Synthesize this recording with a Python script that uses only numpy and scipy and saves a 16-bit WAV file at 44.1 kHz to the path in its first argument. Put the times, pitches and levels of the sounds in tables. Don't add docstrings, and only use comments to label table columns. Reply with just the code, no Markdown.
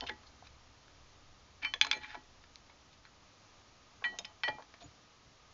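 import sys
import numpy as np
from scipy import signal
from scipy.fft import rfft, irfft, next_fast_len
from scipy.io import wavfile
from scipy.ndimage import uniform_filter1d

SR = 44100
rng = np.random.default_rng(int(sys.argv[2]) if len(sys.argv) > 2 else 0)


def dump(signal):
    limited = np.clip(np.atleast_2d(signal).T, -1, 1)
    pcm = np.round(limited * 32767).astype(np.int16)
    wavfile.write(sys.argv[1], SR, pcm)


def natural_amplitude(level_db):
    exponent = np.asarray(level_db, float) / 20
    return 10 ** exponent


N = 244049

# pitch_hz, density_db
HISS_SPECTRUM = [(59, -33.5), (100, -1), (155, -7.5), (206, -6.5), (255, -8), (288, -5.5), (344, -10),
                 (638, -9), (1140, -9), (1230, -7.5), (1440, -13), (5700, -15), (6800, -17), (8840, -49.5),
                 (15000, -120)]
# pitch_hz, density_db
ROAD_SPECTRUM = [(8.8, -30.5), (15, 2), (32, -15), (53, -8.5), (69, -4), (118, -13.5), (140, -14),
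                 (180, -46.5), (310, -120)]
# time_s, level_db
ROAD_SWELL = [(0.0, -59.5), (0.28, -66.5), (0.49, -66), (0.75, -68), (1.12, -65.5), (1.57, -66),
              (1.94, -61.5), (2.17, -65.5), (2.6, -68), (3.46, -70.5), (4.24, -69.5), (4.76, -70),
              (4.87, -74), (5.08, -72.5), (5.53, -67.5)]
# pitch_hz, width_hz, rms_db
FAR_MACHINE = (1240, 38, -79.5)

# start_s, peak_db, pitch_hz, t60_s
BUMPS = [(0.02, -37.5, 287, 0.13), (0.101, -39, 283, 0.14), (1.951, -49, 288, 0.25),
         (2.16, -41.5, 300, 0.11), (1.63, -52.5, 275, 0.28), (1.85, -48, 300, 0.27), (4.09, -49, 282, 0.26),
         (4.54, -45, 272, 0.11), (4.053, -48.5, 268, 0.17), (4.198, -53, 218, 0.26),
         (4.483, -45, 113, 0.25), (4.487, -41, 292, .1), (4.833, -45.5, 101.7, 0.27),
         (4.838, -43.5, 237.5, 0.11), (5.261, -44.5, 89.5, 0.092)]
# start_s, length_s, peak_db, pitch_hz
SQUEAKS = [
    (1.944, 0.036, -53, 6400),
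    (4.813, 0.06, -59, 6780),
]

PART_HZ = {"held pad": 2485, "loose pad": 2362, "free pad": 2383, "shank": 3420, "blade": 3190, "spring":
           1710}
PART_T60_S = {"held pad": 0.027, "loose pad": 0.08, "free pad": .26, "shank": .028, "blade": 0.017,
              "spring": 0.0099}
# start_s, peak_db, part
PINGS = [(.469, -51, "held pad"), (1.632, -32, "loose pad"), (1.6495, -27.5, "loose pad"),
         (1.7387, -25.5, "shank"), (1.7387, -38, "spring"), (1.8131, -14.5, "shank"),
         (1.8133, -19.5, "held pad"), (1.8133, -14.5, "blade"), (1.8133, -33, "spring"),
         (1.822, -41, "loose pad"), (1.9133, -19, "shank"), (1.9133, -25, "held pad"),
         (1.929, -28, "loose pad"), (2.033, -41.5, "loose pad"), (2.048, -43.5, "loose pad"),
         (4.041, -30.5, "loose pad"), (4.042, -39, "shank"), (4.1875, -44, "held pad"),
         (4.248, -40, "held pad"), (4.436, -37, "shank"), (4.437, -40.5, "free pad"),
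         (4.4825, -24, "blade"), (4.484, -48, "free pad")]
# start_s, peak_db, pitch_hz
FITTINGS = [(.024, -47, 700), (.096, -36.5, 2110), (4.586, -45, 730), (0.273, -55, 4050), (.272, -55, 4360),
            (.424, -47, 724), (.470, -54, 4000), (2.698, -57, 700), (2.698, -53, 2200), (4.189, -36, 3690),
            (4.19, -40, 5200), (4.252, -47, 5180), (4.437, -38.5, 870)]
FITTING_T60_S = .044

# pitch_hz, t60_s, offset_db against the family's share in SPOT_SHARES
DISC_MODES = [
    [(1927, 0.22, 2.5), (1560, .12, -22)],
    [(853.5, 0.3, -2), (267, 0.35, -20)],
    [(3061, 0.26, 2)],
    [(4086, 0.29, 3), (6586, .12, -7.5)],
    [(4380, .22, 5), (5397, 0.15, -5), (6022, 0.24, -18)],
]
SPOT_SHARES = {"face": (-1.5, -21, -12, -23, -28.5), "flange": (3.5, -17.5, -4.5, -21, -12),
               "rim": (-12, -16.5, 1.5, -27, -12), "hub": (-13.5, -3, -18, -3, -21),
               "vane": (-9, -2.5, -16.5, -26.5, -30), "edge": (-3.5, 0.5, -23, -25, -26)}
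# start_s, peak_db, spot
DISC_BLOWS = [(.009, -48, "rim"), (.095, -40.5, "edge"), (1.630, -48, "rim"), (1.630, -48.5, "vane"),
              (1.649, -40.5, "rim"), (1.814, -34, "hub"), (1.913, -47.5, "hub"), (1.912, -47.5, "edge"),
              (1.930, -49, "hub"), (1.968, -49.5, "face"), (2.004, -49.5, "vane"), (2.029, -58.5, "edge"),
              (2.075, -52.5, "vane"), (2.133, -49, "vane"), (2.171, -59.5, "vane"), (4.041, -28.5, "face"),
              (4.051, -41, "face"), (4.059, -49.5, "face"), (4.129, -53.5, "vane"), (4.250, -54, "vane"),
              (4.251, -61, "rim"), (4.436, -34.5, "flange"), (4.451, -51, "face"), (4.483, -33, "edge"),
              (4.505, -64, "edge"), (4.536, -48.5, "vane")]
# start_s, length_s, extra_loss (multiple)
BLADE_RESTS = [
    (0.03, 0.014, 1.5),
    (0.095, 0.034, .8),
    (1.737, .012, 2.5),
    (1.843, .015, .6),
    (1.971, 0.028, 1.6),
    (4.066, 0.0075, 1.6),
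    (4.2, .02, 1.5),
    (4.491, 0.036, 1.8),
]

# pitch_hz, level_db, relative_ring_length
CALIPER_MODES = [(497, -6, 2.9), (700, -1, 3.3), (970, 2.5, 0.65), (1065, -5.5, 1.5), (1467, 2, 0.57),
                 (1700, 0, 0.82), (1904, -2.5, 0.48), (2200, -8, 1.5), (2346, -2.5, 0.96),
                 (2600, -6.5, 1.1), (2900, -9, 0.65), (3200, -5, 1.2), (3616, 1, 0.75), (3800, -19, 1.1),
                 (4050, -4, 0.69), (4340, 3.5, 0.3), (4910, -2.5, 1.2), (5200, -3.5, 1.2), (5500, -6, .8),
                 (5940, -1, 0.78), (6290, -7, .9), (6760, -10, 0.36), (7100, -6, 0.23)]
# start_s, length_s, rms_db, centre_hz, spread_octaves
SCUFFS = [(0.064, 0.019, -47.5, 3240, 0.94), (0.086, 0.013, -42, 2200, 1.34),
          (0.265, 0.013, -60.5, 4520, 0.52), (0.432, 0.059, -66.5, 2500, 1.3),
          (0.878, 0.0079, -61.5, 2500, 1.8), (1.617, 0.045, -48, 2200, 1), (1.82, .021, -55, 2600, 1.1),
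          (1.836, 0.089, -58, 2200, 1.1), (1.93, 0.076, -58, 2200, 1.3), (2.007, 0.073, -56, 2520, 0.99),
          (2.067, .092, -54.5, 2200, 1.25), (2.919, .03, -67, 3500, 0.91), (3.055, .023, -65, 1700, 0.43),
          (4.803, 0.033, -60, 3350, 0.94)]
# start_s, length_s, rms_db, centre_hz
RUBS = [(.008, 0.05, -51, 754), (0.081, 0.046, -55.5, 500), (1.651, 0.032, -51, 1300),
        (1.738, 0.036, -59.5, 580), (1.927, 0.062, -58, 470), (2.149, 0.024, -55.5, 910),
        (4.019, 0.011, -52.5, 890), (4.05, 0.028, -52, 1210), (4.101, .085, -60, 800),
        (4.184, .034, -54.5, 700), (4.26, 0.071, -70, 900), (4.445, 0.012, -50, 1010),
        (4.476, .025, -39.5, 734), (4.518, 0.019, -56, 700), (4.582, 0.034, -54.5, 800),
        (4.806, 0.033, -58, 790), (4.822, 0.055, -73, 385)]
RUB_OCTAVES = 1

# start_s, peak_db, centre_hz, spread_octaves
BLOWS = [
    (1.7386, -17, 2440, 0.68),
    (1.8131, -6, 2900, 0.71),
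    (1.9134, -12, 2840, 0.77),
    (4.2475, -32.5, 2840, 0.29),
]
# start_s, peak_db, centre_hz, spread_octaves
SHOVES = [
    (0.0953, -27.5, 2500, .6),
    (1.6285, -37.5, 2150, 1),
    (1.6483, -22.5, 2230, 0.67),
    (4.041, -25.5, 2080, 0.59),
    (4.0498, -31.5, 2060, 0.76),
    (4.1877, -25, 3800, .85),
    (4.435, -21.5, 2190, 0.7),
    (4.4816, -22.5, 2010, 0.72),
]
# start_s, peak_db, centre_hz, spread_octaves
SNAPS = [
    (.0086, -23.5, 3200, 0.5),
    (2.5577, -34, 4400, 0.89),
]
# start_s, peak_db, centre_hz, spread_octaves
BOUNCES = [(.039, -38.5, 2000, .9), (1.824, -27.5, 2830, 1), (1.848, -20.5, 2270, .9),
           (1.8684, -28.5, 1890, .9), (1.929, -21, 2450, 0.72), (1.934, -31, 2470, .88),
           (1.9416, -41, 2330, .83), (2.0343, -35.5, 2010, 0.96), (2.0459, -33.5, 2020, .51),
           (2.1458, -33.5, 1540, 0.92), (2.1526, -34, 1430, 1), (4.252, -29.5, 3260, 1)]
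# start_s, peak_db, centre_hz
TAPS = [
    (.234, -47.5, 1670),
    (.4242, -55, 870),
    (0.469, -46.5, 2740),
    (2.4396, -45, 2080),
    (2.6976, -47.5, 1870),
    (3.0527, -41, 2130),
    (4.019, -49, 1190),
    (4.6236, -41.5, 1900),
    (4.74, -41.5, 1990),
]
# start_s, peak_db, centre_hz
TIPS = [
    (.072, -36.5, 2900),
    (1.7387, -42.5, 6330),
    (1.756, -54, 6300),
    (1.8476, -38, 6400),
    (1.8676, -38.5, 6830),
    (1.912, -42, 7100),
    (2.147, -55, 5940),
    (4.1882, -29, 6670),
    (4.250, -40.5, 5200),
    (4.487, -40.5, 4750),
]
# start_s, peak_db, centre_hz
HEELS = [
    (.025, -34.5, 720),
    (.424, -53, 700),
    (4.4845, -32, 845),
    (4.5854, -38, 850),
    (4.6027, -48, 1027),
]
TAP_OCTAVES, TIP_OCTAVES, HEEL_OCTAVES = 0.94, 0.1, 0.6
# t60_s at 2 kHz, rattle_db
BLOW_KIND = (0.023, -8)
SHOVE_KIND = (0.022, -1.5)
SNAP_KIND = (0.0065, 0.41)
BOUNCE_KIND = (0.025, -3.5)
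TAP_KIND = (0.03, -4.5)
TIP_KIND = (0.042, -8.5)
HEEL_KIND = (0.019, -3.3)
SOONER_PER_OCTAVE = 0.86


def level(x, db):
    return x * natural_amplitude(db) / np.sqrt(np.mean(x ** 2))


def add(out, start_s, x):
    i = int(start_s * SR)
    out[i:i + len(x)] += x[:N - i]


def fade(t, t60):
    return np.exp(-np.log(1000) * t / max(t60, .002))


def shaped(x, gain):
    n = next_fast_len(len(x), True)
    hz = np.fft.rfftfreq(n, 1 / SR) + 1
    return irfft(rfft(x, n) * gain(hz), n)[:len(x)]


def bell(hz, centre_hz, octaves):
    return np.exp(-.5 * (np.log2(hz / centre_hz) / max(octaves, .1)) ** 2)


def coloured(spectrum):
    hz, db = np.transpose(spectrum)
    return shaped(rng.standard_normal(N), lambda f: natural_amplitude(np.interp(np.log(f), np.log(hz), db)))


def walk(rate_hz):
    k = int(SR / rate_hz)
    smooth = uniform_filter1d(rng.standard_normal(N), k)
    return level(uniform_filter1d(smooth, k), 0)


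def background():
    hiss = level(coloured(HISS_SPECTRUM), -63) * natural_amplitude(0.41 * walk(4.0))
    time_s, level_db = np.transpose(ROAD_SWELL)
    swell_db = np.interp(np.arange(N) / SR, time_s, level_db) + 0.39 * walk(3.7)
    road = level(coloured(ROAD_SPECTRUM), 0.44) * natural_amplitude(swell_db)
    hz, width_hz, machine_db = FAR_MACHINE
    hum = shaped(rng.standard_normal(N), lambda f: 1 / (1 + ((f - hz) / width_hz * 2) ** 2))
    return hiss + road + level(hum, machine_db) * natural_amplitude(2.0 * walk(1.1))


def bumps():
    out, t = np.zeros(N), np.arange(SR // 4) / SR
    for start_s, db, hz, t60 in BUMPS:
        ratios = np.array([.8, 1, 1.3]) * (1 + 0.11 * rng.standard_normal(3))
        wave = sum(np.sin(2 * np.pi * hz * r * t) for r in ratios)
        push = 1 - np.exp(-t / 0.014)
        add(out, start_s, natural_amplitude(db) / 2 * wave * push * fade(t, t60))
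    return out


def squeaks():
    out = np.zeros(N)
    waver, flutter = walk(150), walk(120)
    for start_s, length_s, db, hz in SQUEAKS:
        n = int(length_s * SR)
        pitch_hz = hz * (1 + .006 * waver[:n])
        tone = np.sin(2 * np.pi * np.cumsum(pitch_hz) / SR)
        add(out, start_s, natural_amplitude(db + 4.2 * flutter[:n]) * np.hanning(n) ** 0.38 * tone)
    return out


def pings():
    out, t = np.zeros(N), np.arange(SR // 5) / SR
    parts = [(start_s, db, PART_HZ[part], PART_T60_S[part]) for start_s, db, part in PINGS]
    fittings = [row + (FITTING_T60_S,) for row in FITTINGS]
    for start_s, db, hz, t60 in parts + fittings:
        rise = 1 - np.exp(-t / 0.0007)
        add(out, start_s, natural_amplitude(db) * rise * fade(t, t60) * np.sin(2 * np.pi * hz * t))
    return out


def disc():
    out, loss = np.zeros(N), np.ones(N)
    for start_s, length_s, extra in BLADE_RESTS:
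        add(loss, start_s, np.full(int(length_s * SR), extra))
    clock = np.cumsum(loss) / SR
    for start_s, db, spot in DISC_BLOWS:
        i = int(start_s * SR)
        age = clock[i:i + SR // 4] - clock[i]
        t = (i + np.arange(len(age))) / SR
        rise = 1 - np.exp(-age / 0.0026)
        for share_db, modes in zip(SPOT_SHARES[spot], DISC_MODES):
            for hz, t60, offset_db in modes:
                gain = natural_amplitude(db + share_db + offset_db)
                add(out, start_s, gain * rise * fade(age, t60) * np.sin(2 * np.pi * hz * t))
    return out


def disc_hum(grit):
    t = np.arange(SR // 5) / SR
    modes = sum(np.sin(2 * np.pi * hz * t) * fade(t, .55 * t60) for (hz, t60, _), *_ in DISC_MODES)
    return natural_amplitude(-51) * signal.fftconvolve(grit, modes)[:N]


def caliper(centre_hz, octaves, t60, detune=0.014, scatter_db=2.5):
    t = np.arange(4096) / SR
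    hz, db, slower = np.transpose(CALIPER_MODES)
    hz = hz * (1 + detune * rng.standard_normal(len(hz)))
    gain = natural_amplitude(db + scatter_db * rng.standard_normal(len(hz)))
    ring = sum(g * np.sin(2 * np.pi * f * t) * fade(t, t60 * k) for f, g, k in zip(hz, gain, slower))
    return shaped(np.roll(ring, 200), lambda f: bell(f, centre_hz, octaves))


def scuffs():
    ticks_per_s, grain_db = 2500., 2.5
    out = np.zeros(N)
    for start_s, length_s, db, hz, octaves in SCUFFS + [row + (RUB_OCTAVES,) for row in RUBS]:
        n = int(length_s * SR)
        chance, size, grit = rng.random((3, 4096))[:, :n]
        ticks = (chance < ticks_per_s / SR) * natural_amplitude(-grain_db * np.log(size)) + .2 * (grit - .5)
        ticks *= np.sin(np.pi * (np.arange(n) / n) ** .9) ** .85
        body = caliper(hz, .55 * octaves, .024)
        body = body + .7 * caliper(hz, .7 * octaves, .008, detune=.1)
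        sound = signal.fftconvolve(ticks, body)[200:]
        add(out, start_s, sound * natural_amplitude(db) / np.sqrt(np.mean(sound[:n] ** 2)))
    return out


def clinks():
    out, t = np.zeros(N), np.arange(2048) / SR

    def spread(rows, octaves):
        return [row + (octaves,) for row in rows]

    kinds = [(BLOW_KIND, BLOWS), (SHOVE_KIND, SHOVES), (SNAP_KIND, SNAPS), (BOUNCE_KIND, BOUNCES),
             (TAP_KIND, spread(TAPS, TAP_OCTAVES)), (TIP_KIND, spread(TIPS, TIP_OCTAVES)),
             (HEEL_KIND, spread(HEELS, HEEL_OCTAVES))]
    contacts = sorted(row + kind for kind, rows in kinds for row in rows)
    for start_s, db, hz, octaves, t60, rattle_db in contacts:
        t60 = t60 * SOONER_PER_OCTAVE ** np.log2(hz / 2000)
        force = natural_amplitude(rattle_db - 14.5) * rng.standard_normal(len(t)) * fade(t, t60)
        force[0] += 1
        ring = signal.fftconvolve(force, caliper(hz, octaves, 0.65 * t60))
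        crack = shaped(np.roll(force, 200), lambda f: bell(f, 0.51 * hz, 2.8 * octaves))
        ring /= np.max(np.abs(ring))
        ring[:len(crack)] += natural_amplitude(-13.5) * crack / np.max(np.abs(crack))
        add(out, start_s - 210 / SR, ring * natural_amplitude(db) / np.max(np.abs(ring)))
    return out


def wheel_arch(metal):
    t = np.arange(SR // 5) / SR
    tail = shaped(rng.standard_normal(len(t)), lambda f: bell(f, 1200, 1.6))
    tail = tail * fade(t, 0.14) * (t > .003)
    return natural_amplitude(-18.0) * signal.fftconvolve(metal, tail / np.sqrt(np.sum(tail ** 2)))[:N]


def scene():
    grit = scuffs()
    metal = disc() + pings() + clinks() + grit + disc_hum(grit)
    return (metal + wheel_arch(metal) + bumps() + squeaks() + background())[None]


def roll_off(x):
    return signal.sosfilt(signal.butter(12, 8000, fs=SR, output="sos"), x)


def record(dry):
    top_hz = 7620
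    steep = signal.cheby2(12, 64, top_hz * 1.119, fs=SR, output="sos")
    mix = signal.sosfilt(steep, dry)
    return roll_off(mix)


dry = scene()
out = record(dry)
dump(out)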